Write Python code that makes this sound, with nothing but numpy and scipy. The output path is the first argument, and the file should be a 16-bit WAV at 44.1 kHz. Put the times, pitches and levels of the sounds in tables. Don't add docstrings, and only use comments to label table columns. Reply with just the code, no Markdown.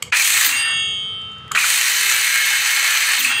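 import sys
import numpy as np
from scipy import signal
from scipy.fft import rfft, irfft
from scipy.io import wavfile
from scipy.ndimage import uniform_filter1d

SR = 44100
rng = np.random.default_rng(int(sys.argv[2]) if len(sys.argv) > 2 else 0)


def inscribe(sig):
    pcm = np.round(np.clip(np.atleast_2d(sig).T, -1, 1) * 32767)
    wavfile.write(sys.argv[1], SR, pcm.astype(np.int16))


def boost(x):
    u = np.asarray(x, float) / 20
    return 10 ** u


N = 149940
T = np.arange(N) / SR

# (motor on [s], brake [s], whine level [dB], brake swoop level [dB])
PULLS = [
    (0.1212, 0.445, -32, -58),
    (1.55, 3.181, -32, -17),
]

# (frequency [Hz], density [dB per Hz])
ROOM_HUM = [(15, -58), (25, -48.5), (96, 4), (260, -13.5), (315, -35.5), (439, -13), (483, -29),
            (1100, -28), (1430, -59), (2420, -120)]
# (time [s], peak level [dB], length [s])
CLICKS = [
    (0.0234, -18.5, 0.0038),
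    (1.516, -23.5, 0.0043),
    (1.214, -51.5, 0.0064),
    (1.3159, -55, 0.0045),
    (1.331, -55, 0.0026),
    (1.382, -52.5, 0.004),
    (1.479, -47, 0.0025),
]
# (frequency [Hz], width [Hz], level [dB])
SWITCH_BODY = [(1214, 200, -8), (2150, 400, -5), (3160, 500, -1), (4660, 500, -6), (7340, 900, -1),
               (13000, 3000, -28)]
# (time [s], frequency
# [Hz], level [dB], length [s])
SHUDDERS = [(0.118, 2474, -14.5, 0.067), (0.151, 1200, -21, 0.0032), (0.192, 2390, -15.5, 0.035),
            (.69, 1840, -57, 0.036), (1.476, 2000, -55.5, 0.0082), (1.512, 1265, -32.5, 0.014),
            (1.56, 1410, -25, 0.012), (1.574, 1260, -19, 0.017), (1.638, 1417, -19, 0.017),
            (1.57, 2410, -14.5, 0.018), (1.62, 2300, -19.5, 0.029), (3.245, 2520, -10.5, 0.01),
            (3.272, 2810, -25, .015)]

# (time [s], level [dB], tilt [dB per octave])
EFFORT = [(.1205, -88, 7), (.123, -7, -9), (.16, -16.5, 1), (.25, -18.5, 3.5), (.45, -16.5, 1.5),
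          (.52, -21.5, 0.5), (.62, -31.5, -5), (.735, -49, -31), (.76, -74.5, -13), (1.546, -72, -37.5),
          (1.55, -27.5, -4.5), (1.58, -17, -0.5), (1.7, -17.5, 2), (2.2, -19, 1.36), (3.18, -14.5, 0),
          (3.24, -19.5, 3.5), (3.32, -22.5, -4.5), (3.4, -49, -15)]
# (time [s], peak level [dB])
JOLTS = [(0.1341, -15), (0.1494, -12), (0.1675, -7), (0.1974, -9), (0.2483, -3), (0.2744, -5), (0.2994, -8),
         (0.3344, -8), (0.3674, -6), (0.4094, -6), (0.4464, -5), (0.5332, -14), (1.5883, -11), (2.0088, -6),
         (2.0582, -6), (2.0911, -7), (2.1201, -6), (2.2662, -8), (2.2994, -9), (2.3336, -10), (2.3501, -8),
         (2.4144, -10), (2.4638, -9), (2.4994, -11), (2.5272, -8), (2.6594, -12), (2.6724, -10),
         (2.6894, -9), (2.7057, -6), (2.7696, -6), (2.8024, -12), (2.8644, -12), (2.9494, -12),
         (3.0894, -11), (3.1414, -9)]
# (frequency [Hz], density [dB per Hz])
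RATTLE = [(150, -35), (250, -45.5), (1120, -9.5), (2190, 2.5), (3360, -8), (8090, -11), (15300, -23.5)]
# (frequency [Hz], width [octaves], level [dB])
GUARD = [(1054, 0.033, -7.5), (4176, 0.079, 4.5), (5350, 0.1, -5), (6330, 0.078, 3.5), (8270, 0.14, 4.5),
         (11800, 0.047, 0), (14140, 0.078, 6)]
# (frequency [Hz], width [Hz], level [dB])
HOUSING = [(1867, 20, 4.5), (2328, 69, 9), (2510, 13, -8.5), (3350, 23, -1.5), (3680, 28, 8.5),
           (5800, 55, -35), (6830, 97, 5), (8400, 64, -24), (10900, 44, -53), (13300, 33, -28)]

TONE_HZ = [1620, 1744, 2024, 2175, 2331, 2649, 2893, 4048, 5690, 6078, 7983]
TONE_DB = [-35, -37, -35, -31, -36, -38, -39, -40, -48, -37, -43]
# (frequency [Hz], level [dB])
SINGING = [(3031, -35), (3664, -39)]

SQUEAL_DB = [-17, -20]
SECOND_HUM_DB = [-60, -49]

BLADE_HZ = [445, 785, 1242, 1309, 1801, 1840, 2202, 2577, 2682, 2757, 3022, 3087, 3277, 3659]
# (level at first stop [dB], level at second stop [dB], t60 [s])
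BLADE = [(-63.5, -57.5, 7), (-56, -63, 1.66), (-57, -61, 8.7), (-48, -78, 7.1), (-18.5, -29, 0.53),
         (-37, -34, 0.95), (-33, -41, 1.32), (-49, -45, 2.2), (-34, -25.5, 0.77), (-24.5, -28, 1.43),
         (-30, -35.5, 1.22), (-35.5, -53.5, 9), (-25.5, -29.5, 1.96), (-37, -42, 1.8)]
BLADE_START = [0.15, 0.11, 0.09, 0.066, 0.14, 0.079, 0.036, .1, 0.072, 0.032, 0.102, 0.054, 0.064, 0.053]
RIM_HZ = [4710, 4798, 6630, 8527, 8562, 8702, 10556, 10598, 12418, 15234]
# (level at first stop [dB], level at second stop [dB], t60 [s])
RIM = [(-45, -50, 1.5), (-27, -35.5, 0.66), (-28.5, -45.5, 0.91), (-35, -35, 1.03), (-25.5, -39.5, 0.56),
       (-29, -48.5, 0.42), (-50.5, -58, 0.93), (-53, -52, 0.8), (-44, -45.5, 0.38), (-45.5, -26, 0.36)]
RIM_START = [.09, .09, .05, .04, .08, .08, .05, .05, .07, .07]
# (frequency [Hz], null after the brake [s], period [s], depth
BEATS = [(1309, 0.53, 0.85, 0.73), (2757, 0.62, 0.75, 0.76), (1801, 0.094, 0.49, 0.9),
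         (3277, 0.088, 0.83, 0.66), (3087, 0.18, 0.855, 0.67), (6630, 0.2, 0.54, 0.8)]
# (frequency [Hz], null after the brake [s], period [s], depth [0-1])
LATE_BEATS = [(15234, .155, .3, .9), (10556, 0.085, .3, 0.6)]

# (time [s], gain [dB])
GAIN = [
    (0, 14.5),
    (.104, 12.5),
    (.112, -1),
    (.48, 2),
    (.8, 13.5),
    (1.51, 13),
    (1.545, 20.5),
    (1.575, 1.9),
    (3.22, -1.67),
    (3.4, 11.5),
]

ROOM_HUM_DB, HISS_DB, HISS_CUT_HZ = -56.5, -64, 2460
BEFORE_HZ, BEFORE_DB = 493, -62.5
ROOM_DB, ROOM_T60_S, TREBLE_T60_S, WALL_CUT_HZ = -10, .4, .2, 8000
SHUDDER_WIDTH_HZ = 266
MOTOR_HZ, GEAR_RATIO, WHINE_ORDER = 406, 6.56, 10.5
SPIN_FAST_S, SPIN_SLOW_S, SLOW_SHARE, BRAKE_S = .06, .2, .25, .07
JOLT_DB, JOLT_S = 7, .004
KNOCK_DEPTH, KNOCK_S, STEADY_LIMIT = 1, .0017, 1.5
GRIT_PER_S, GRIT_DB, SURGE_DB, PATCHY_DB, HOUSING_DB = 1200, -1.5, .5, 1.2, -10.5
TONE_WANDER_DB, HUM_DB, OVERTONE_DB = 2.5, -55.5, -5
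SWOOP_HZ_PER_S, SWOOP_PEAK_S, SWOOP_RISE_S, SWOOP_END_S = 52000, .033, .2, .009
BRAKE_HUM_HZ, BRAKE_HUM_SAG, BRAKE_HUM_S, BRAKE_HUM_DB = 292, .1, .16, -47
SECOND_HUM_HZ = 232
SQUEAL_HZ, SQUEAL_FALL_HZ_PER_S, SQUEAL_S = 15000, 40000, .042
TAIL_HZ, TAIL_DB, TAIL_T60_S = 15000, -11, .3
RING_RISE_S = .05
SIDE_DB, MIC_LOW_HZ, MIC_TOP_HZ = -30, 48, 15600


def rms_one(x):
    return x / np.sqrt(np.mean(x ** 2) + 1e-20)


def in_time(rows):
    s, *columns = np.transpose(rows)
    return [np.interp(T, s, c) for c in columns]


def at_hz(points, hz):
    point_hz, point_db = np.transpose(points)
    return np.interp(np.log(hz), np.log(point_hz), point_db)


def drift(rate):
    r = np.exp(-80 * np.pi * rate / SR)
    slow = signal.lfilter([1], [1, -2 * r, r * r], rng.standard_normal(N // 40 + 2002))[2000:]
    return np.interp(np.arange(N) / 40, np.arange(len(slow)), rms_one(slow))


def low_noise(size):
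    return uniform_filter1d(rng.standard_normal(N), size=size)


def lowpass(x, hz):
    return signal.sosfilt(signal.butter(2, hz, fs=SR, output="sos"), x)


def highpass(x, order, hz):
    return signal.sosfilt(signal.butter(order, hz, "high", fs=SR, output="sos"), x)


def resonate(x, peaks):
    out = 0
    for k, (hz, width_hz, db) in enumerate(peaks):
        r = np.exp(-np.pi * width_hz / SR)
        zeros = np.array([1, 0, -1]) * (1 - r * r) / 2
        poles = [1, -2 * r * np.cos(2 * np.pi * hz / SR), r * r]
        out = out + (-1) ** k * boost(db) * signal.lfilter(zeros, poles, x + 1e-18)
    return out


def bands(x, low_hz, count, gain_db):
    edges = np.minimum(low_hz * 2 ** (np.arange(count + 1) / 3), .45 * SR)
    out = 0
    for k, (a, b) in enumerate(zip(edges, edges[1:])):
        band = signal.butter(2, [a, b], "band", fs=SR, output="sos")
        out = out + boost(gain_db(np.sqrt(a * b))) * signal.sosfilt(band, x[k % 2])
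    return out


def tone(hz):
    return np.sqrt(2) * np.sin(2 * np.pi * (np.cumsum(hz * np.ones(N)) / SR + rng.random()))


def background():
    def hum_db(hz):
        return at_hz(ROOM_HUM, hz) + 1.5 * drift(4)

    hum = rms_one(bands(rng.standard_normal((2, N)), 30, count=16, gain_db=hum_db))
    hiss = rms_one(lowpass(rng.standard_normal(N), HISS_CUT_HZ))
    before = (1 + .5 * drift(34)) * tone(BEFORE_HZ) * (T < PULLS[0][0])
    return boost(ROOM_HUM_DB) * hum + boost(HISS_DB) * hiss + boost(BEFORE_DB) * before


def switch():
    burst = 0
    for s, db, length in CLICKS:
        u = np.maximum(T - s, 0) / length
        burst = burst + boost(db + 14) * u * np.exp(-2 * u ** 1.4)
    return resonate(burst * rng.standard_normal(N), SWITCH_BODY)


def room(x):
    t, noise = T[:SR // 2], rng.standard_normal(SR // 2)
    dull = lowpass(noise, WALL_CUT_HZ)
    echoes = dull * boost(-60 * t / ROOM_T60_S) + (noise - dull) * boost(-60 * t / TREBLE_T60_S)
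    echoes = echoes * np.minimum(t / .004, 1)
    return signal.fftconvolve(x, echoes / np.sqrt(np.sum(echoes ** 2)))[:N]


def shudders():
    out, noise = 0, rng.standard_normal(N)
    for s, hz, db, length in SHUDDERS:
        u = np.maximum(T - s, 0) / length
        burst = boost(db + 22.5) * np.tanh(8 * u) * np.exp(-2 * u ** 2) * noise
        peak = [(hz, SHUDDER_WIDTH_HZ, 0)]
        out = out + resonate(resonate(burst, peak), peak)
    return out


def speed():
    out = np.zeros(N)
    for on, off, *_ in PULLS:
        u = np.clip(T, on, off) - on
        fast = (1 - SLOW_SHARE) * np.exp(-u / SPIN_FAST_S)
        slow = SLOW_SHARE * np.exp(-u / SPIN_SLOW_S)
        out += (1 - fast - slow) * np.exp(-np.maximum(T - off, 0) / BRAKE_S)
    return out


def gears(spin):
    level_db, tilt_db = in_time(EFFORT)
    half_turns = np.cumsum(2 * MOTOR_HZ / GEAR_RATIO * (spin + .3 * (spin < .5))) / SR
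    count = half_turns.astype(int)
    strength = np.clip(rng.exponential(1, 600), .4, STEADY_LIMIT)[count] * (1.3 - count % 2)
    hits = strength * (np.diff(half_turns // 1, prepend=0) > 0)
    knocks = signal.lfilter([1], [1, -np.exp(-1 / (KNOCK_S * SR))], hits)
    jolts = 0
    for s, db in JOLTS:
        jolts = jolts + boost(db + JOLT_DB) * (T > s) * np.exp(-np.maximum(T - s, 0) / JOLT_S)

    grit = (rng.random(N) < GRIT_PER_S / SR) * rng.choice([-1, 1], N)
    grit = grit * boost(2.9 * np.minimum(rng.exponential(1, N), 3))
    drive = rng.standard_normal((2, N)) + boost(GRIT_DB) * rms_one(grit)
    drive = drive * (1 + KNOCK_DEPTH * knocks * np.sqrt(spin) + jolts) * boost(SURGE_DB * drift(22))

    upper = drift(8.1)

    def colour(hz):
        patches = drift(24.3) + .33 * upper * (hz > 5000)
        return at_hz(RATTLE, hz) + tilt_db * np.log2(max(hz, 1400) / 2200) + PATCHY_DB * patches

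    body = bands(drive, 127.9, count=21, gain_db=colour)
    hz = np.arange(1, N // 2 + 2) * SR / N
    guard_db = sum(db * np.exp(-(np.log2(hz / mid_hz) / width) ** 2) for mid_hz, width, db in GUARD)
    body = irfft(rfft(body) * boost(guard_db), N)
    steady = slice(2 * SR, 3 * SR)
    body = body / np.std(body[steady])
    rings = resonate(body, HOUSING)
    rings = rings / np.std(rings[steady])
    return boost(level_db) * (T > PULLS[0][0]) * (body + boost(HOUSING_DB) * rings)


def whine(spin):
    out = np.zeros(N)
    for hz, db in zip(TONE_HZ, TONE_DB):
        out += boost(db + 2.5 + TONE_WANDER_DB * drift(9.7)) * tone(hz * spin) * spin ** 12
    out += boost(HUM_DB + 2.5 * drift(5)) * tone(MOTOR_HZ * spin) * spin ** 6
    for hz, db in SINGING:
        out += boost(db + TONE_WANDER_DB * drift(5.3)) * tone(hz) * spin ** 4

    mesh_hz = WHINE_ORDER * MOTOR_HZ
    rough = drift(220) * tone(mesh_hz * spin * (1 + .012 * drift(9)))
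    overtone = low_noise(40) * 6 * boost(4 * drift(25)) * tone(3.1 * mesh_hz * np.sqrt(spin))
    rough = rough + boost(OVERTONE_DB) * overtone
    grain = 1 + .45 * drift(150)
    for on, off, db, swoop_db in PULLS:
        out += boost(db) * rough * (T > on) * (T < off) * spin
        late = T - off - SWOOP_PEAK_S
        pitch = mesh_hz - SWOOP_HZ_PER_S * np.clip(T - off - .005, 0, .06)
        swell = .43 * (late < 0) * np.exp(late / SWOOP_RISE_S) + .84 * np.exp(-(late / SWOOP_END_S) ** 2)
        out += boost(swoop_db) * (T > off) * swell * grain * tone(pitch)
    return out


def brake():
    out = 0
    for (_, off, *_), squeal_db, second_db in zip(PULLS, SQUEAL_DB, SECOND_HUM_DB):
        u = np.maximum(T - off, 0)
        done = u / BRAKE_HUM_S
        hum = np.clip(u / .0081, 0, 1) * np.clip((BRAKE_HUM_S - u) / .031, 0, 1)
        hum = hum * boost(-5 * done) * (1 + .23 * drift(30))
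        sagging = tone(BRAKE_HUM_HZ * (1 - BRAKE_HUM_SAG * np.minimum(done, 1)))
        out = out + boost(BRAKE_HUM_DB - 5 * (off < 1)) * hum * sagging
        out = out + boost(second_db) * hum * tone(SECOND_HUM_HZ + 100 * u)

        tail = low_noise(20) * 4 * tone(TAIL_HZ)
        out = out + boost(squeal_db + TAIL_DB - 60 * u / TAIL_T60_S) * (u > 0) * tail
        pitch = SQUEAL_HZ - SQUEAL_FALL_HZ_PER_S * np.minimum(u, SQUEAL_S)
        swell = np.sin(np.pi * np.minimum(u / SQUEAL_S, 1))
        out = out + boost(squeal_db) * swell * low_noise(24) * 3.9 * tone(pitch)
    return out


def blade():
    modes = list(zip(BLADE_HZ + RIM_HZ, BLADE + RIM, BLADE_START + RIM_START))
    out = 0
    for k, (_, off, *_) in enumerate(PULLS):
        alive = np.clip((PULLS[1][0] + .033 - T) / .03 + 99 * k, 0, 1)
        for hz, (first_db, second_db, t60), start in modes:
            rise = np.clip((T - off - start) / RING_RISE_S, 0, 1) ** 2
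            u = np.maximum(T - off - .1, 0)
            swell = .8
            for beat_hz, null, period, depth in (BEATS, LATE_BEATS)[k]:
                if abs(beat_hz / hz - 1) < .003:
                    swell = np.abs(1 - depth * np.exp(2j * np.pi * (T - off - null) / period)) / 2
            level = boost((first_db, second_db)[k] - 60 * u / t60)
            out = out + level * alive * rise * swell * tone(hz)
    return out


def scene():
    spin = speed()
    saw = switch() + shudders() + gears(spin) + whine(spin) + brake()
    mid = saw + boost(ROOM_DB) * room(saw) + blade() + background()
    side = boost(SIDE_DB) * np.gradient(mid)
    return np.array([mid + side, mid - side])


def band_limit(x):
    return signal.sosfilt(signal.butter(12, 16100, fs=SR, output="sos"), x)


def record(dry):
    gain_db, = in_time(GAIN)
    ridden = highpass(dry, 4, MIC_LOW_HZ) * boost(gain_db)
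    rounded = highpass(.72 * np.tanh(ridden / .72), 2, 30)
    top_cut = signal.ellip(8, .5, 50, MIC_TOP_HZ, fs=SR, output="sos")
    mix = signal.sosfilt(top_cut, rounded)
    return band_limit(mix)


dry = scene()
out = record(dry)
inscribe(out)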